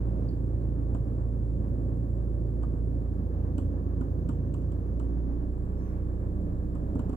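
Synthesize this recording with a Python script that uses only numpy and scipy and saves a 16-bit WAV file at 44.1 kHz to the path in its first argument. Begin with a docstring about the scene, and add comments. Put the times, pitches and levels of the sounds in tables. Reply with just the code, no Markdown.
"""Inside a car that idles, then creeps off along a grass verge, heard on a hand-held camera's microphones.
All around, the four-cylinder engine booms in the cabin air and kicks the body panels, one cylinder harder
than the rest; low rumble, muffled clatter and soft hiss lie under it. Right at the microphones the
camera's case ticks, knocks and rubs in the hand. Farther off, outside, a small bird calls faintly."""
import sys
import numpy as np
from scipy import signal
from scipy.fft import rfft, irfft, next_fast_len
from scipy.io import wavfile
from scipy.ndimage import uniform_filter1d, map_coordinates

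SR = 44100
rng = np.random.default_rng(int(sys.argv[2]) if len(sys.argv) > 2 else 0)


def transcribe(signal):
    """Save signal, clipped to [-1, 1], as a 16-bit WAV file at the path in sys.argv[1]."""
    frames = np.atleast_2d(signal).T
    limited = np.clip(frames, -1, 1)
    pcm = np.round(limited * 32767).astype(np.int16)
    wavfile.write(sys.argv[1], SR, pcm)


N = 315756


IDLE_HZ, SAG_HZ, RISE_HZ, SETTLE_HZ_PER_S = 28.318, .108, 2.003, .231  # Hz: firings a second
THROTTLE = (4.654, .823)  # start and length in seconds

def crankshaft(clutch, head_start=2.634):
    """Firings so far: the idle sags on the clutch, climbs with the throttle, then slowly settles."""
    settling_s = np.maximum(np.arange(N) / SR - sum(THROTTLE), 0)
    firing_hz = IDLE_HZ - SAG_HZ * clutch + RISE_HZ * ramp(*THROTTLE) - SETTLE_HZ_PER_S * settling_s
    return head_start + np.cumsum(firing_hz) / SR


# The boom, all around the microphones. 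Each row: multiple of the firing rate, level in dB when idling,
# on the slipping clutch and rolling, then dB added as the clutch grips and as the engine strains.
BOOM_ORDERS = [(1, -50, -57, -39.5, -2, 1), (2, -30.5, -32, -33.5, -1, 3.5),
               (3, -39.5, -33.5, -38.5, -2.5, -13.5), (4, -36, -45.5, -44, 8, -4),
               (5, -44.5, -49.5, -51, 11, 2)]

def boom(firings, stage, grip, strain, waver_db=.6, smear_rad=.55):
    """The lowest engine orders press on the cabin air as near-pure tones; the body delays them unevenly."""
    out = np.zeros(N)
    for order, *stage_db, grip_db, strain_db in BOOM_ORDERS:
        db = staged(stage_db, stage) + grip_db * grip + strain_db * strain
        phase = 2 * np.pi * order * firings - smear_rad * (order - 2) ** 2
        out += amp(db + waver_db * wobble(8.7)) * np.cos(phase)
    return np.sqrt(2) * out


# The engine's upper tones from inside the car; the odd fractions come from belt-driven parts.
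# Each row: multiple of the firing rate, level in dB idling, level in dB pulling.
DRONE_ORDERS = [(6, -56, -48), (6.25, -50, -62), (7, -58, -59), (8.5, -55, -66), (9, -53, -56),
                (9.5, -56, -57), (10, -52, -46), (11, -53, -55), (12, -51.5, -53), (13, -60, -66),
                (14, -60, -57.5), (16, -68, -63), (16.4, -60, -72), (17, -67, -73), (18, -66, -67),
                (19, -65, -72), (20, -61.5, -67), (21, -67, -75)]

def drone(firings, load, waver_db=2.5, drift_rad=.45):
    """Higher orders waver, and change their balance as the engine takes up load."""
    out = np.zeros(N)
    for order, idle_db, pull_db in DRONE_ORDERS:
        phase = 2 * np.pi * (order * firings + rng.random()) + drift_rad * wobble(6)
        db = idle_db + load * (pull_db - idle_db) + waver_db * wobble(4)
        out += amp(db) * np.sin(phase)
    return np.sqrt(2) * out


# The cylinders, in firing order. 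Each row: relative kick in dB idling, then pulling.
CYLINDER_KICKS = [(0, -8), (-12, -9), (-9, -9), (-12, -12)]
# Body panels around the cabin. Each row: pitch in Hz, width in Hz, gain in dB.
PANEL_MODES = [(115, 45, 0), (185, 55, -3), (285, 75, -2)]

def thumps(firings, load, level_db=-45, scatter_db=.7):
    """Each firing kicks the body panels through the mounts; the uneven cylinders make the idle throb."""
    at = np.flatnonzero(np.diff(np.floor(firings - .1))) + 1  # one sample for each firing
    cylinder = firings[at].astype(int) % len(CYLINDER_KICKS)
    idle_db, pull_db = np.array(CYLINDER_KICKS)[cylinder].T
    kicks = np.zeros(N)
    kicks[at] = amp(idle_db + load[at] * (pull_db - idle_db) + scatter_db * rng.standard_normal(len(at)))
    soft = signal.sosfilt(signal.butter(4, 430, fs=SR, output="sos"), kicks)  # rubber mounts pass no treble
    return -amp(level_db) * unit(ring(soft, PANEL_MODES))


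# One shuddering panel of the cabin. Its row: pitch in Hz, width in Hz, gain in dB.
SHUDDER_MODE = [(280, 70, 0)]

def shudder(strain, peak_db=-42):
    """One body panel rumbles in a narrow band while the engine strains."""
    band = ring(ring(rng.standard_normal(N), SHUDDER_MODE), SHUDDER_MODE)
    return amp(peak_db) * strain * unit(band)


# The body's rumble, on all sides. Each row: frequency in Hz, relative density in dB.
RUMBLE_SPECTRUM = [(15, -23.5), (30, -7.5), (50, -6), (85, 2.5), (120, -0.5), (190, -2.5), (230, -6.5),
                   (275, -4), (315, -7.5), (390, -16.5), (470, -12), (590, -17), (700, -27.5),
                   (1200, -66.5)]

def rumble(firings, stage, stage_db=(-37.5, -37, -38.5), throb_db=.7):
    """The car's body rumbles, swelling a little with every firing."""
    db = staged(stage_db, stage) + throb_db * np.sin(2 * np.pi * firings) + 1.2 * wobble(6.2)
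    return amp(db) * noise(RUMBLE_SPECTRUM)


# The clatter as it reaches the cabin. Each row: frequency in Hz, relative density in dB.
CLATTER_SPECTRUM = [(300, -18.5), (550, -9.5), (720, 4), (900, -1.5), (1100, -1), (1400, -11), (1700, -9.5),
                    (2000, -21), (2800, -28.5), (3600, -38.5), (7000, -58)]

def clatter(firings, stage, stage_db=(-58.5, -58, -57.5), pulse_db=.5, cycle_db=1.2, cycle_lag=.28):
    """Muffled clatter swells with each firing, and more with each full cycle of the engine."""
    cycle = np.cos(2 * np.pi * (firings / len(CYLINDER_KICKS) - cycle_lag))
    pulse = np.sin(2 * np.pi * firings)
    db = staged(stage_db, stage) + cycle_db * cycle + pulse_db * pulse + 1.2 * wobble(9)
    return amp(db) * noise(CLATTER_SPECTRUM)


# The case slips, right at the microphones. Each row: start in seconds, levels of the knock, the tap
# and the snap in dB, left minus right in dB.
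CASE_SLIPS = [(.946, -34, -44, -62, 1), (2.276, -46, -57, -73, 0), (2.630, -40, -43, -64, 1),
              (3.580, -29, -43, -52, 1), (4.010, -28, -47, -61, 0), (4.289, -29, -43, -55, 1),
              (4.540, -38, -46, -56, 2), (4.618, -44, -53, -70, 0), (4.719, -44, -54, -64, 0),
              (4.997, -36, -45, -58, 2), (6.752, -40, -51, -63, 1), (6.953, -29, -43, -64, 3),
              (6.992, -30, -43, -59, 4), (7.094, -28, -45, -62, 2), (7.130, -34, -46, -65, 1)]
# The case's low, middle and high resonances. Each row: pitch in Hz, width in Hz, gain in dB.
KNOCK_MODES = [(270.4, 29, 6.5), (447, 43, -16.5)]
TAP_MODES = [(600, 110, 5), (740, 110, 3), (900, 130, 2), (1060, 120, 3), (1200, 130, 1), (1420, 240, -6.5)]
SNAP_MODES = [(2450, 350, 0), (3080, 260, 6), (4200, 700, -6), (7500, 750, 4)]

def case_ticks():
    """Each slip of the case is a low knock, a hollow tap and a short bright snap that the cabin answers."""
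    out, t = np.zeros((2, N + SR)), np.arange(SR // 4) / SR
    peaked = lambda x: x / np.sqrt(uniform_filter1d(x ** 2, size=220).max())  # loudest 5 ms at rms 1
    burst = lambda t60: rng.standard_normal((2, len(t))) * amp(-60 * t / t60) * (1 - np.exp(-t / .001))
    push = t * np.exp(-t / .00054)
    for start_s, knock_db, tap_db, snap_db, pan_db in CASE_SLIPS:
        knock = amp(knock_db) * peaked(ring(push, KNOCK_MODES))
        tap = amp(tap_db) * peaked(echoes(ring(burst(.045), TAP_MODES), t60=.09, wet_db=-3))
        snap = amp(snap_db) * peaked(echoes(ring(burst(.016), SNAP_MODES), t60=.28, wet_db=-4))
        pan = amp([[pan_db / 2], [-pan_db / 2]])
        out[:, round(start_s * SR):][:, :len(t)] += (knock + tap + snap) * pan
    return out[:, :N]


# The hand shifts, close to the microphones. Each row: peak in seconds, width in seconds, level in dB.
HAND_SHIFTS = [(.2, .2, -43), (7.05, .2, -43)]
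# Its dull rub. Each row: frequency in Hz, relative density in dB.
RUB_SPECTRUM = [(30, -15), (150, -1.5), (280, 0), (400, -16), (800, -17.5), (1400, -30), (2500, -44),
                (8000, -61)]

def hand_rub():
    """The hand rubs dully on the case whenever the camera is moved."""
    return sum(amp(db) * swell(peak_s, width_s) for peak_s, width_s, db in HAND_SHIFTS) * noise(RUB_SPECTRUM)


# A small bird, some way off outside the car. Each row: start and length in seconds,
# pitch in Hz at the start, middle and end, level in dB.
BIRD_CALLS = [(.286, .009, 5100, 4550, 4200, -56), (.613, .009, 4700, 4300, 4100, -70),
              (5.76, .17, 5350, 6030, 5450, -74)]

def bird():
    """Two sharp chips and a thin, quavering arched whistle, echoing among the trees."""
    out = np.zeros(N)
    for start_s, length_s, start_hz, middle_hz, end_hz, db in BIRD_CALLS:
        progress = np.linspace(0, 1, int(length_s * SR))
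        arch = np.polyfit([0, .5, 1], [start_hz, middle_hz, end_hz], 2)
        quaver = 1 + .01 * wobble(90)[:len(progress)]
        hz = quaver * np.polyval(arch, progress)
        envelope = amp(db) * np.sqrt(np.abs(np.sin(np.pi * progress)))
        out[round(start_s * SR):][:len(hz)] += envelope * np.sin(2 * np.pi * np.cumsum(hz) / SR)
    return echoes(out, t60=.3, wet_db=-6)


# A rush in the background. Each row: frequency in Hz, relative density in dB.
SWISH_SPECTRUM = [(500, -33.5), (1050, 2), (1600, -6.5), (2300, -9.5), (3200, -21.5), (8000, -27)]

def swish(peak_s=5.92, width_s=.13, level_db=-66):
    """A faint, soft rush swells once and fades as the car rolls."""
    return amp(level_db) * swell(peak_s, width_s) * noise(SWISH_SPECTRUM)


# The cabin's hiss, far under the engine. Each row: frequency in Hz, relative density in dB.
AIR_SPECTRUM = [(500, -10), (2000, 0), (2800, 2.5), (3500, .5), (4400, 1.5), (5600, -2), (6800, -1.5),
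                (7700, -1), (8200, -3), (9500, -5.5), (12000, 0), (15700, -2)]

def cabin_air(level_db=-75):
    """A soft, broad hiss holds steady throughout."""
    return amp(level_db) * noise(AIR_SPECTRUM)


def thin_hiss():
    """A faint band of hiss sits lower in pitch while the car gets under way."""
    def band(hz, width_hz, db):
        white = rng.standard_normal((2, N))
        return amp(db) * unit(filtered(white, lambda f: np.exp(-((f - hz) / width_hz) ** 2)))
    low = ramp(3.0, .45) - ramp(5.38, .15)
    return (1 - low) * band(hz=7520, width_hz=520, db=-85) + low * band(hz=6480, width_hz=400, db=-88)


# The cabin's noise across the two microphones. Each row: frequency in Hz, left-right correlation.
LIKENESS = [(60, .92), (130, 1), (290, 0.99), (640, 0.56), (1300, 0.36), (2500, 0), (15000, 0.12)]

def noise(spectrum):
    """Stereo noise of rms 1, alike on both sides in the bass."""
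    def mid_and_side(hz):
        spread = np.arccos(np.clip(along(LIKENESS, hz), -1, 1)) / 2
        return amp(along(spectrum, hz)) * [np.cos(spread), np.sin(spread)]
    mid, side = filtered(rng.standard_normal((2, N)), mid_and_side)
    return unit(np.array([mid + side, mid - side]))


def amp(db):
    """Decibels as amplitude."""
    return 10 ** (np.asarray(db) / 20)


def unit(x):
    """x scaled to rms 1."""
    return x / np.sqrt(np.mean(x ** 2) + 1e-20)


def along(points, hz):
    """A curve through (Hz, value) points on a log axis."""
    point_hz, values = np.transpose(points)
    return np.interp(np.log(hz + 1), np.log(point_hz + 1), values)


def wobble(rate):
    """A smooth random curve, rate knots a second."""
    return map_coordinates(rng.standard_normal(int(N * rate / SR) + 4), [np.arange(N) * rate / SR])


def ramp(start_s, length_s):
    """0 before the start, then a straight rise to 1."""
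    return np.clip((np.arange(N) / SR - start_s) / length_s, 0, 1)


def swell(peak_s, width_s):
    """A bell that rises to 1 and fades."""
    return np.exp(-((np.arange(N) / SR - peak_s) / width_s) ** 2)


def staged(levels, stage):
    """Blend three levels as the stage goes from idling (0) over the slipping clutch (1) to rolling (2)."""
    return np.interp(stage, np.arange(len(levels)), levels)


def filtered(x, response):
    """x times a complex response of frequency."""
    size = x.shape[-1]
    padded = next_fast_len(size + SR // 2)
    return irfft(rfft(x, padded) * response(np.fft.rfftfreq(padded, 1 / SR)), padded)[..., :size]


def ring(x, modes):
    """x through a set of resonances of alternating sign."""
    return filtered(x, lambda f: sum((-1) ** k * amp(db) * 1j * f * width / (hz**2 - f**2 + 1j * f * width)
                                     for k, (hz, width, db) in enumerate(modes)))


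def echoes(x, t60, wet_db):
    """x plus a dying tail of reflections, different on each side."""
    t = np.arange(SR // 2) / SR
    tail = rng.standard_normal((2, len(t))) * amp(-60 * t / t60)
    wet = signal.fftconvolve(np.atleast_2d(x), tail / np.linalg.norm(tail[0]), axes=1)
    return x + amp(wet_db) * wet[:, :x.shape[-1]]


def scene():
    """The clutch bites, the revs climb, the car rolls; one crankshaft times the engine's sounds."""
    clutch, move_off = ramp(3.0, .15), ramp(4.95, .43)
    grip = swell(4.45, .33)  # the clutch grips fully just before the car moves
    strain = swell(5.2, .33)  # hardest while the revs climb
    stage = clutch + move_off
    load = staged([0, .28, 1], stage)  # share of the full load
    firings = crankshaft(clutch)
    engine = boom(firings, stage, grip, strain) + drone(firings, load)
    body = thumps(firings, load) + shudder(strain) + rumble(firings, stage)
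    background = clatter(firings, stage) + cabin_air() + thin_hiss() + swish()
    return engine + body + background + hand_rub() + case_ticks() + bird()


# The camera's microphone pair. Each row: frequency in Hz, left minus right in dB.
MIC_BALANCE = [(30, -5.5), (60, -3.6), (110, -1), (200, -3), (330, -4.5), (700, -2), (1290, -2.5),
               (2380, -1.5), (4400, -1), (8120, -5.5), (15000, -3.3)]
# Phase across the pair. Each row: frequency in Hz, lead of the left side in radians.
MIC_LEAD = [(60, .5), (130, 0.1), (400, 0.87), (600, 0.79), (860, 2.35), (1210, 2.87), (1550, 2.6),
            (4000, 2.16)]

def record(dry, top_hz=15730):
    """The two microphones differ in level and phase; nothing is kept above the band limit."""
    sides = np.array([[.5], [-.5]])
    mics = lambda hz: amp(sides * along(MIC_BALANCE, hz)) * np.exp(1j * sides * along(MIC_LEAD, hz))
    fades = signal.windows.tukey(N, .002)
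    return filtered(dry * fades, lambda hz: mics(hz) * (hz < top_hz))


dry = scene()
out = record(dry)
transcribe(out)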